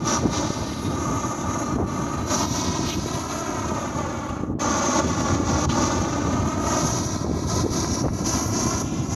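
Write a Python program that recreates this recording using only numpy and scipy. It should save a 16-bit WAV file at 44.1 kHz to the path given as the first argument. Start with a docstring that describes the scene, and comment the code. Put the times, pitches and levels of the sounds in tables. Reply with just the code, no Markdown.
"""Outdoors, over soft soil, a hand-held gas torch throws bursts of flame as its valve is worked.
Turbulent combustion makes the burner roar, turbulent mixing makes the jet rush, and resonance makes
the nozzle ring; all three follow the gas flow and the richness of the mixture. Unsteady heat release
makes the loose flame pop, sputter and rumble. Interference with the ground reflection colours the
sound, in a comb of notches that sweeps slowly as the torch is moved."""
import sys
import numpy as np
from scipy import signal
from scipy.fft import rfft, irfft, next_fast_len
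from scipy.io import wavfile
from scipy.ndimage import uniform_filter1d

SR = 44100
rng = np.random.default_rng(int(sys.argv[2]) if len(sys.argv) > 2 else 0)


def generate_wav(sig):
    """Save sig (samples, or channels by samples) to the path in sys.argv[1] as 16-bit PCM at SR."""
    pcm = np.round(np.clip(np.atleast_2d(sig).T, -1, 1) * 32767).astype(np.int16)
    wavfile.write(sys.argv[1], SR, pcm)


N = 403515
TIME = np.arange(N) / SR

# gas flow between bursts, relative to the pilot flame: time_s, flow_db
IDLE_FLOW = [(0, -3), (.8, 2), (1, 0.5), (2.2, -1.5), (3.3, 1.5), (4.03, 0.5), (4.38, -6.5), (4.43, -10),
             (4.535, -19.5), (4.549, -40), (4.582, -37), (4.596, 4), (5.6, 10.5), (6.3, 3.5), (9.15, -5.5)]
# squeezes of the valve: start_s, length_s, extra_flow_db, attack_s, release_s
VALVE_BURSTS = [(0.029, 0.14, 15.5, .047, 0.023), (0.297, 0.076, 13.5, .047, 0.2),
                (2.25, 0.18, 13.5, 0.052, 0.048), (2.494, 0.13, 10.5, 0.052, 0.55),
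                (4.594, 0.405, 6, 0.019, 0.0026), (5.735, 0.22, 3.5, 0.051, 0.019),
                (6.599, 0.33, 7.5, 0.1078, 0.32), (7.46, 0.32, 10, 0.0424, 0.45),
                (8.231, 0.14, 10, 0.041, 0.14), (8.497, 0.32, 9, 0.06, 0.0064),
                (9.063, 0.11, 5, 0.051, 0.033)]

def valve():
    """Throttling: each squeeze raises the gas flow that drives the torch's sounds; in dB."""
    flow_db, = in_time(IDLE_FLOW)
    for start_s, length_s, extra_db, attack_s, release_s in VALVE_BURSTS:
        flow_db += extra_db * envelope(start_s, length_s, attack_s, release_s)
    return flow_db

def drive_gain(drive_db, richness, pilot_db, exponent, rich_db):
    """Power law: amplitude grows as a power of drive from its lean pilot level; richness offsets it."""
    return from_db(pilot_db + exponent * drive_db + rich_db * richness)

# combustion noise: frequency_hz, density_db
ROAR_SPECTRUM = [(100, -6), (220, 4), (320, 2), (430, -3.5), (600, -2), (900, -1.5), (1250, -2.5),
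                 (1420, -7), (1650, -14.5), (3000, -33)]
# mixture (0 lean and blue, 1 rich and yellow) and tube resonance: time_s, richness, tube_hz, tube_db
MIXTURE = [(0, 0.56, 1266, 0), (.45, 0.7, 1140, -19), (.79, 0.85, 1256, -6.5), (1.06, 0.16, 1212, -4.5),
           (2.17, 0.21, 1230, -7.5), (2.47, 0.91, 980, -3), (2.82, 0.81, 1015, -5), (2.95, 1, 1070, -19),
           (3.14, 0.61, 1167, -8), (3.5, 0.25, 1245, -11.5), (4.42, 0.028, 1214, -9), (4.7, 0.3, 1185, -6),
           (5.77, 0.5, 1178, -11), (6.66, 0.21, 1235, -9), (6.98, 0.76, 1075, -8), (7.8, 0.91, 1073, -7.5),
           (8.4, 0.74, 1099, -8), (9.15, 0.64, 1070, -9.5)]

def burner(drive_db, richness, lag_s=0.006):
    """Combustion noise: the roar lags the flow, and its tube resonance is clearest at low flow."""
    drive_db = np.interp(TIME - lag_s, TIME, drive_db)
    _, tube_hz, tube_db = in_time(MIXTURE)
    tube = from_db(tube_db - 0.25 * drive_db) * resonance(tube_hz, width_hz=165)
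    gain = drive_gain(drive_db, richness, pilot_db=-30.5, exponent=0.87, rich_db=-11.5)
    return gain * (turbulence(ROAR_SPECTRUM) + tube)

# jet noise: frequency_hz, density_db
RUSH_SPECTRUM = [(700, -5), (1500, 2.5), (2100, 6.5), (3000, 1.5), (4100, 3.5), (5400, 2), (7000, -19),
                 (8300, -14), (14000, -32)]

def jet(drive_db, richness, split_hz=3460, laminar_db=-7):
    """Turbulent mixing: a harder, richer jet is brighter; at low flow it turns smooth and fades."""
    lower = unit_rms(butter(turbulence(RUSH_SPECTRUM), split_hz, "low", order=4))
    upper = unit_rms(butter(turbulence(RUSH_SPECTRUM), split_hz, "high", order=4))
    low_gain = drive_gain(drive_db, richness, pilot_db=-45, exponent=0.61, rich_db=-5.5)
    high_gain = drive_gain(drive_db, richness, pilot_db=-54.5, exponent=0.93, rich_db=10.1)
    rush = low_gain * lower + high_gain * upper + np.sqrt(low_gain * high_gain) * pipe()
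    return rush * from_db(1.5 * np.minimum(drive_db - laminar_db, 0))

# resonance of the gas pipe: time_s, centre_hz, level_over_rush_db
PIPE_RESONANCE = [(0, 3770, -9), (.6, 3700, -6.5), (1.7, 4120, -4.5), (3.4, 3860, -11), (4.35, 3432, -12),
                  (5.5, 3422, -11), (6.9, 3964, -20), (8.3, 4280, -21), (8.85, 4900, -18),
                  (8.98, 5100, 5.5), (9.15, 5100, -16)]

def pipe(width_hz=260):
    """Pipe resonance: the note rises and falls as the torch turns, and ends in a brief squeal."""
    centre_hz, level_db = in_time(PIPE_RESONANCE)
    gain = from_db(level_db + 2 * drift(8.9))
    return gain * resonance(centre_hz + 0.5 * width_hz * drift(1.9), width_hz)

# notch in the rush: time_s, centre_hz, depth_fraction
RUSH_NOTCH = [(6.75, 2785, 0.06), (7.1, 2954, 0.8), (7.7, 3040, 0.9), (8.3, 3540, 0.66), (9.15, 4100, 0.7)]

def hollowed(rush):
    """Band rejection: a hollow opens in the rush as the torch swings round."""
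    centre_hz, depth = in_time(RUSH_NOTCH)
    return rush - depth * moving_band(rush, centre_hz, width_hz=1300)

# the nozzle's ring and its overtone: frequency_hz, density_db
RING_SPECTRUM = [(4200, -13), (5400, 0), (5700, 6), (6650, 4.5), (6950, -1.5), (7500, -8.5), (8400, -35.5)]
OVERTONE_SPECTRUM = [(7500, -30), (9000, -1), (10200, 13.5), (11000, 8), (12000, 2.5), (14000, -6)]
# gains of those two bands: time_s, ring_db, overtone_db
NOZZLE_GAINS = [(0, -1.5, -3), (.53, -4.5, -6.5), (.78, -7, 7), (1.05, 2.5, 2.5), (2.4, 0, 2),
                (2.68, -3, -8.5), (3.16, -1, 3.5), (4.8, -1.7, -5.5), (6.3, -3, -6), (6.87, 3, 6),
                (7.27, -3, -3), (8.36, 2.5, 7), (9.15, 7, 3.5)]
# breathy whistles within the ring: centre_hz, width_hz, lean_level_db, added_when_rich_db
WHISTLES = [(5770, 450, -8.5, 7.5), (6420, 234, -4, -8)]

def nozzle(drive_db, richness, wander_hz=70):
    """Nozzle resonance: a ring and its overtone; a hard jet lowers the ring and drowns its whistles."""
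    ring_db, overtone_db = in_time(NOZZLE_GAINS)
    excess_db = np.maximum(drive_db, 0)
    band = shifted(turbulence(RING_SPECTRUM), by_hz=265.2 - 297 * richness - 11 * excess_db)
    whistles = np.zeros(N)
    for centre_hz, width_hz, lean_db, rich_db in WHISTLES:
        gain = from_db(lean_db + rich_db * richness - 0.14 * excess_db + 3 * drift(1.56))
        whistles += gain * resonance(centre_hz + wander_hz * drift(1.5), width_hz)
    sizzle = from_db(-3) * resonance(11080 + wander_hz * drift(4.8), width_hz=1000)
    ring_gain = drive_gain(drive_db, richness, pilot_db=-43.5, exponent=1.193, rich_db=0.55)
    overtone_gain = drive_gain(drive_db, richness, pilot_db=-60.5, exponent=0.82, rich_db=0.3)
    ring = from_db(ring_db) * (band + whistles)
    overtone = from_db(overtone_db + 1.5 * drift(11)) * (turbulence(OVERTONE_SPECTRUM) + sizzle)
    return ring_gain * ring + overtone_gain * overtone

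def nozzle_notch(gas, centre_hz=5450, depth=0.43):
    """Absorption: the nozzle swallows a narrow band just under its ring."""
    return gas - depth * moving_band(gas, np.full(N, centre_hz), width_hz=650)

# chokes in the gas line: centre_s, length_s, gain_db
CHOKES = [(5.674, 0.032, -12.5)]

def choking(edge_s=0.0032):
    """Flow restriction: the gain of the gas sounds drops while the line is choked."""
    gain_db = sum(db * (abs(TIME - centre_s) < length_s / 2) for centre_s, length_s, db in CHOKES)
    return from_db(uniform_filter1d(gain_db, int(edge_s * SR)))

# spurts of fuel: centre_s, length_s, level_db, centre_hz
SPITS = [(2.462, 0.42, -54, 12200), (2.912, 0.08, -35, 3140), (2.916, 0.12, -52, 12200),
         (5.708, 0.035, -35, 3620), (8.464, 0.13, -51, 12200), (8.94, 0.24, -48.5, 3135)]

def spits():
    """Transient jet noise: fuel spurts through the nozzle in short rasps."""
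    out = np.zeros(N)
    for centre_s, length_s, level_db, centre_hz in SPITS:
        swell = np.exp(-(2 * (TIME - centre_s) / length_s) ** 4)
        out += from_db(level_db) * swell * resonance(np.full(N, centre_hz), width_hz=1700)
    return out

# flares of the loose flame: start_s, length_s, extra_rumble_db, duck_db
FLARES = [(0.186, 0.12, 8, -2), (1.722, 0.14, 2, 9), (2.94, 0.1023, 3, 2), (5.023, 0.025, 17, 1),
          (5.347, 0.096, -1.5, 7.5), (7.21, 0.098, 1.5, 4), (7.605, 0.091, 0, 10.5),
          (8.007, 0.12, -0.5, 10)]

def flares(drive_db, rumble_db):
    """Amplitude modulation: the hiss and roar duck briefly while the flame rumbles and pops."""
    flaring = np.zeros(N)
    for start_s, length_s, extra_db, duck_db in FLARES:
        flare = envelope(start_s, length_s, attack_s=0.0476, release_s=0.02115)
        drive_db = drive_db - duck_db * flare
        rumble_db = rumble_db + extra_db * flare
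        flaring += flare
    return drive_db, rumble_db, flaring

# the loudest pops of the flame: time_s, level_db, pitch_hz
LOUD_POPS = [(.236, -17, 260), (.505, -11, 200), (1.761, -15, 253), (1.787, -17, 690), (1.8, -12.5, 337),
             (2.794, -15, 231), (3.061, -16.5, 332), (3.718, -15, 269), (4.436, -13, 243),
             (4.502, -18, 249), (4.554, -17, 200), (5.046, -14, 257), (5.402, -12, 250),
             (7.246, -16.5, 296), (7.266, -21, 680), (7.314, -15, 333), (7.649, -13.5, 259),
             (7.657, -21, 375), (7.664, -13, 400), (7.846, -15.5, 990), (8.061, -24, 520),
             (8.065, -11, 261), (8.084, -17, 790), (8.418, -18, 250)]

def stuttering_pops(repeats=2, spacing_s=0.00348, fall_db=9):
    """Intermittent burning: each loud pop breaks into an uneven, fading run; gives rows of pops."""
    rows = list(LOUD_POPS)
    for time_s, level_db, pitch_hz in LOUD_POPS:
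        for k, (late, detune) in enumerate(rng.uniform(0.566, 1.58, (repeats, 2))):
            rows.append((time_s + spacing_s * (k + late), level_db - fall_db * (k + 1), pitch_hz * detune))
    return rows

def sputter(per_s, level_db, centre_hz, spread):
    """Poisson process: small pops come at random, with log-normal pitches; gives rows of pops."""
    onsets = np.flatnonzero(rng.random(N) < per_s / SR)
    scatter = rng.standard_normal(N)
    return [(i / SR, level_db[i], centre_hz * np.exp(spread * scatter[i])) for i in onsets]

def pops(rows, gain_db=-0.5, decay_cycles=0.22):
    """Sudden expansion: as a pocket of gas burns, the pressure swells, snaps over and sucks back."""
    out = np.zeros(N + SR)
    pulse_s = np.arange(-SR // 50, SR // 50) / SR
    for time_s, level_db, pitch_hz in rows:
        cycles = pitch_hz * pulse_s
        puff = -np.sin(2 * np.pi * cycles) / np.cosh(np.clip(cycles / decay_cycles, -50, 50))
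        start = max(0, int(time_s * SR) - len(puff) // 2)
        out[start:start + len(puff)] += from_db(level_db + gain_db) * puff / np.max(abs(puff))
    return out[:N]

# loose pockets of gas catching: centre_s, length_s, level_db, cutoff_hz
WHOOMPS = [(0.256, 0.075, -23.5, 635), (1.811, 0.085, -27, 810), (6.279, 0.16, -30, 558),
           (8.051, 0.045, -25, 850)]

def whoomps(low_hz=112):
    """Deflagration: a loose pocket of gas catches in a short swell of dull turbulence."""
    out = np.zeros(N)
    for centre_s, length_s, level_db, cutoff_hz in WHOOMPS:
        near = abs(TIME - centre_s) < length_s
        swell = np.exp(-2 * ((TIME[near] - centre_s) / (length_s / 2)) ** 2)
        gust = butter(rng.standard_normal(SR // 2), [low_hz, cutoff_hz], "band", order=3)[-len(swell):]
        out[near] += from_db(level_db) * swell * unit_rms(gust)
    return out

# rumble of the loose flame between flares: time_s, relative_level_db
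RUMBLE_LEVEL = [(0, -31), (2.3, -30.5), (2.8, -30), (3.35, -37.5), (3.7, -32), (4.2, -35), (4.5, -33),
                (4.9, -35.5), (5.2, -27), (6.7, -29), (7.6, -28), (9.15, -28.5)]
# its spectrum: frequency_hz, density_db
RUMBLE_SPECTRUM = [(20, -37), (35, -29), (55, -5.5), (85, 3.5), (130, 0.5), (200, -2), (320, -1.5),
                   (450, -16.5), (800, -18.5), (2000, -49)]

def loose_flame(rumble_db, gain_db=2, billow_db=2):
    """Unsteady heat release: the loose flame rumbles as it billows."""
    return from_db(rumble_db + gain_db + billow_db * drift(21)) * turbulence(RUMBLE_SPECTRUM)

# delay of the ground reflection: time_s, lag_ms
GROUND_DELAY = [(0, 3.38), (.7, 3.32), (1.9, 3.4), (2.5, 3.18), (2.9, 3.18), (3.2, 3.04), (3.45, 3.05),
                (3.75, 3.26), (4.05, 3.53), (4.45, 3.55), (5, 3.48), (5.5, 3.58), (5.85, 3.44),
                (6.25, 3.34), (6.62, 3.19), (7.3, 3.12), (8.3, 3.03), (9.15, 2.92)]
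# its strength for the gas sounds: time_s, reflected_fraction
GROUND_STRENGTH = [(2.6, .68), (3.4, .84), (5, .68), (7.5, .7), (9, .84)]

def with_ground(direct, strength, dull_hz, turn_rad=0.15):
    """Comb filtering: a delayed reflection, dulled and turned in phase by soil, joins the sound."""
    lag_ms, = in_time(GROUND_DELAY)
    dulled = butter(direct, dull_hz, "low", order=1)
    dulled = butter(dulled[::-1], dull_hz, "low", order=1)[::-1]  # backwards, to cancel the filter's lag
    reflected = np.real(analytic(dulled) * np.exp(1j * turn_rad))
    return direct + strength * np.interp(TIME - lag_ms / 1000, TIME, reflected)

def turbulence(spectrum):
    """Spectral shaping: noise takes the given spectrum and falls away past its ends; rms 1."""
    size = next_fast_len(N)
    hz = np.maximum(np.arange(size // 2 + 1) * SR / size, 1)
    points_hz, density_db = np.transpose(spectrum)
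    skirts = np.minimum(1, np.minimum(hz / points_hz[0], points_hz[-1] / hz)) ** 2
    gain = skirts * from_db(np.interp(np.log(hz), np.log(points_hz), density_db))
    return unit_rms(irfft(rfft(rng.standard_normal(size)) * gain, size)[:N])

def resonance(centre_hz, width_hz):
    """Random excitation: noise rings in a moving resonance; rms 1."""
    return unit_rms(moving_band(rng.standard_normal(N), centre_hz, width_hz, order=3))

def moving_band(x, centre_hz, width_hz, order=1):
    """Heterodyne filtering: the part of x in a band whose centre moves."""
    carrier = np.exp(2j * np.pi * np.cumsum(centre_hz) / SR)
    return 2 * np.real(butter(x / carrier, width_hz / 2, "low", order=order) * carrier)

def shifted(x, by_hz):
    """Single-sideband modulation: slides a band up or down in frequency."""
    return np.real(analytic(x) * np.exp(2j * np.pi * np.cumsum(by_hz) / SR))

def analytic(x):
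    """Hilbert transform: x as a complex signal whose phase can be turned."""
    return signal.hilbert(x, next_fast_len(N))[:N]

def drift(per_s):
    """Low-passed noise: a random wander at about this many changes a second; spread 1."""
    hop, settle = 40, 2000
    pole = np.exp(-2 * np.pi * per_s * hop / SR)
    noise = rng.standard_normal(N // hop + settle + 2)
    slow = signal.lfilter([1], [1, -2 * pole, pole * pole], noise)[settle:]
    return np.interp(np.arange(N) / hop, np.arange(len(slow)), unit_rms(slow))

def envelope(start_s, length_s, attack_s, release_s):
    """Linear rise towards 1, then exponential decay once the length has passed."""
    rise = np.clip((TIME - start_s) / attack_s, 0, 1)
    return rise * np.exp(-np.clip((TIME - start_s - length_s) / max(release_s, 0.003), 0, 30))

def in_time(rows):
    """Linear interpolation: each column of a curve at every sample."""
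    time_s, *columns = np.transpose(rows)
    return [np.interp(TIME, time_s, column) for column in columns]

def butter(x, hz, kind, order):
    """Maximally flat filter."""
    return signal.sosfilt(signal.butter(order, hz, kind, fs=SR, output="sos"), x)

def from_db(db):
    """Decibels to amplitude ratio."""
    return 10 ** (np.asarray(db) / 20)

def unit_rms(x):
    """Normalisation to rms 1."""
    return x / np.sqrt(np.mean(x ** 2) + 1e-20)

def scene():
    """Superposition: torch and pops, each with its ground reflection, add to whoomps and rumble."""
    drive_db, rumble_db, flaring = flares(valve(), in_time(RUMBLE_LEVEL)[0])
    richness = in_time(MIXTURE)[0]
    roar = burner(drive_db, richness)
    rush = hollowed(jet(drive_db, richness))
    ring = nozzle(drive_db, richness)
    # the unsteady flow shakes all three together, and each flickers a little on its own
    flutter = from_db(0.76 * drift(25) + 0.61 * drift(107))
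    gas = flutter * sum(part * from_db(drift(24)) for part in (roar, rush, ring))
    direct = nozzle_notch(gas) * choking() + spits()
    torch = with_ground(direct, strength=in_time(GROUND_STRENGTH)[0], dull_hz=5360)
    # the flame always sputters a little, and much faster and crisper in a flare
    calm = sputter(per_s=18, level_db=rumble_db + 7.5, centre_hz=258, spread=0.57)
    flared = sputter(per_s=130 * flaring, level_db=rumble_db - 13, centre_hz=465, spread=0.17)
    popping = with_ground(pops(stuttering_pops() + calm + flared), strength=0.051, dull_hz=1500)
    return (torch + popping + whoomps() + loose_flame(rumble_db))[None]

def record(dry, ceiling=0.42, fade_s=0.005, cutoff_hz=13750):
    """Soft saturation rounds the peaks; the ends fade and a steep low-pass cuts the top."""
    rounded = dry / (1 + (dry / ceiling) ** 4) ** 0.25
    fade = np.minimum(1, np.minimum(TIME, TIME[-1] - TIME) / fade_s)
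    return signal.sosfilt(signal.ellip(12, 0.1, 80, cutoff_hz, fs=SR, output="sos"), rounded * fade)

dry = scene()
out = record(dry)
generate_wav(out)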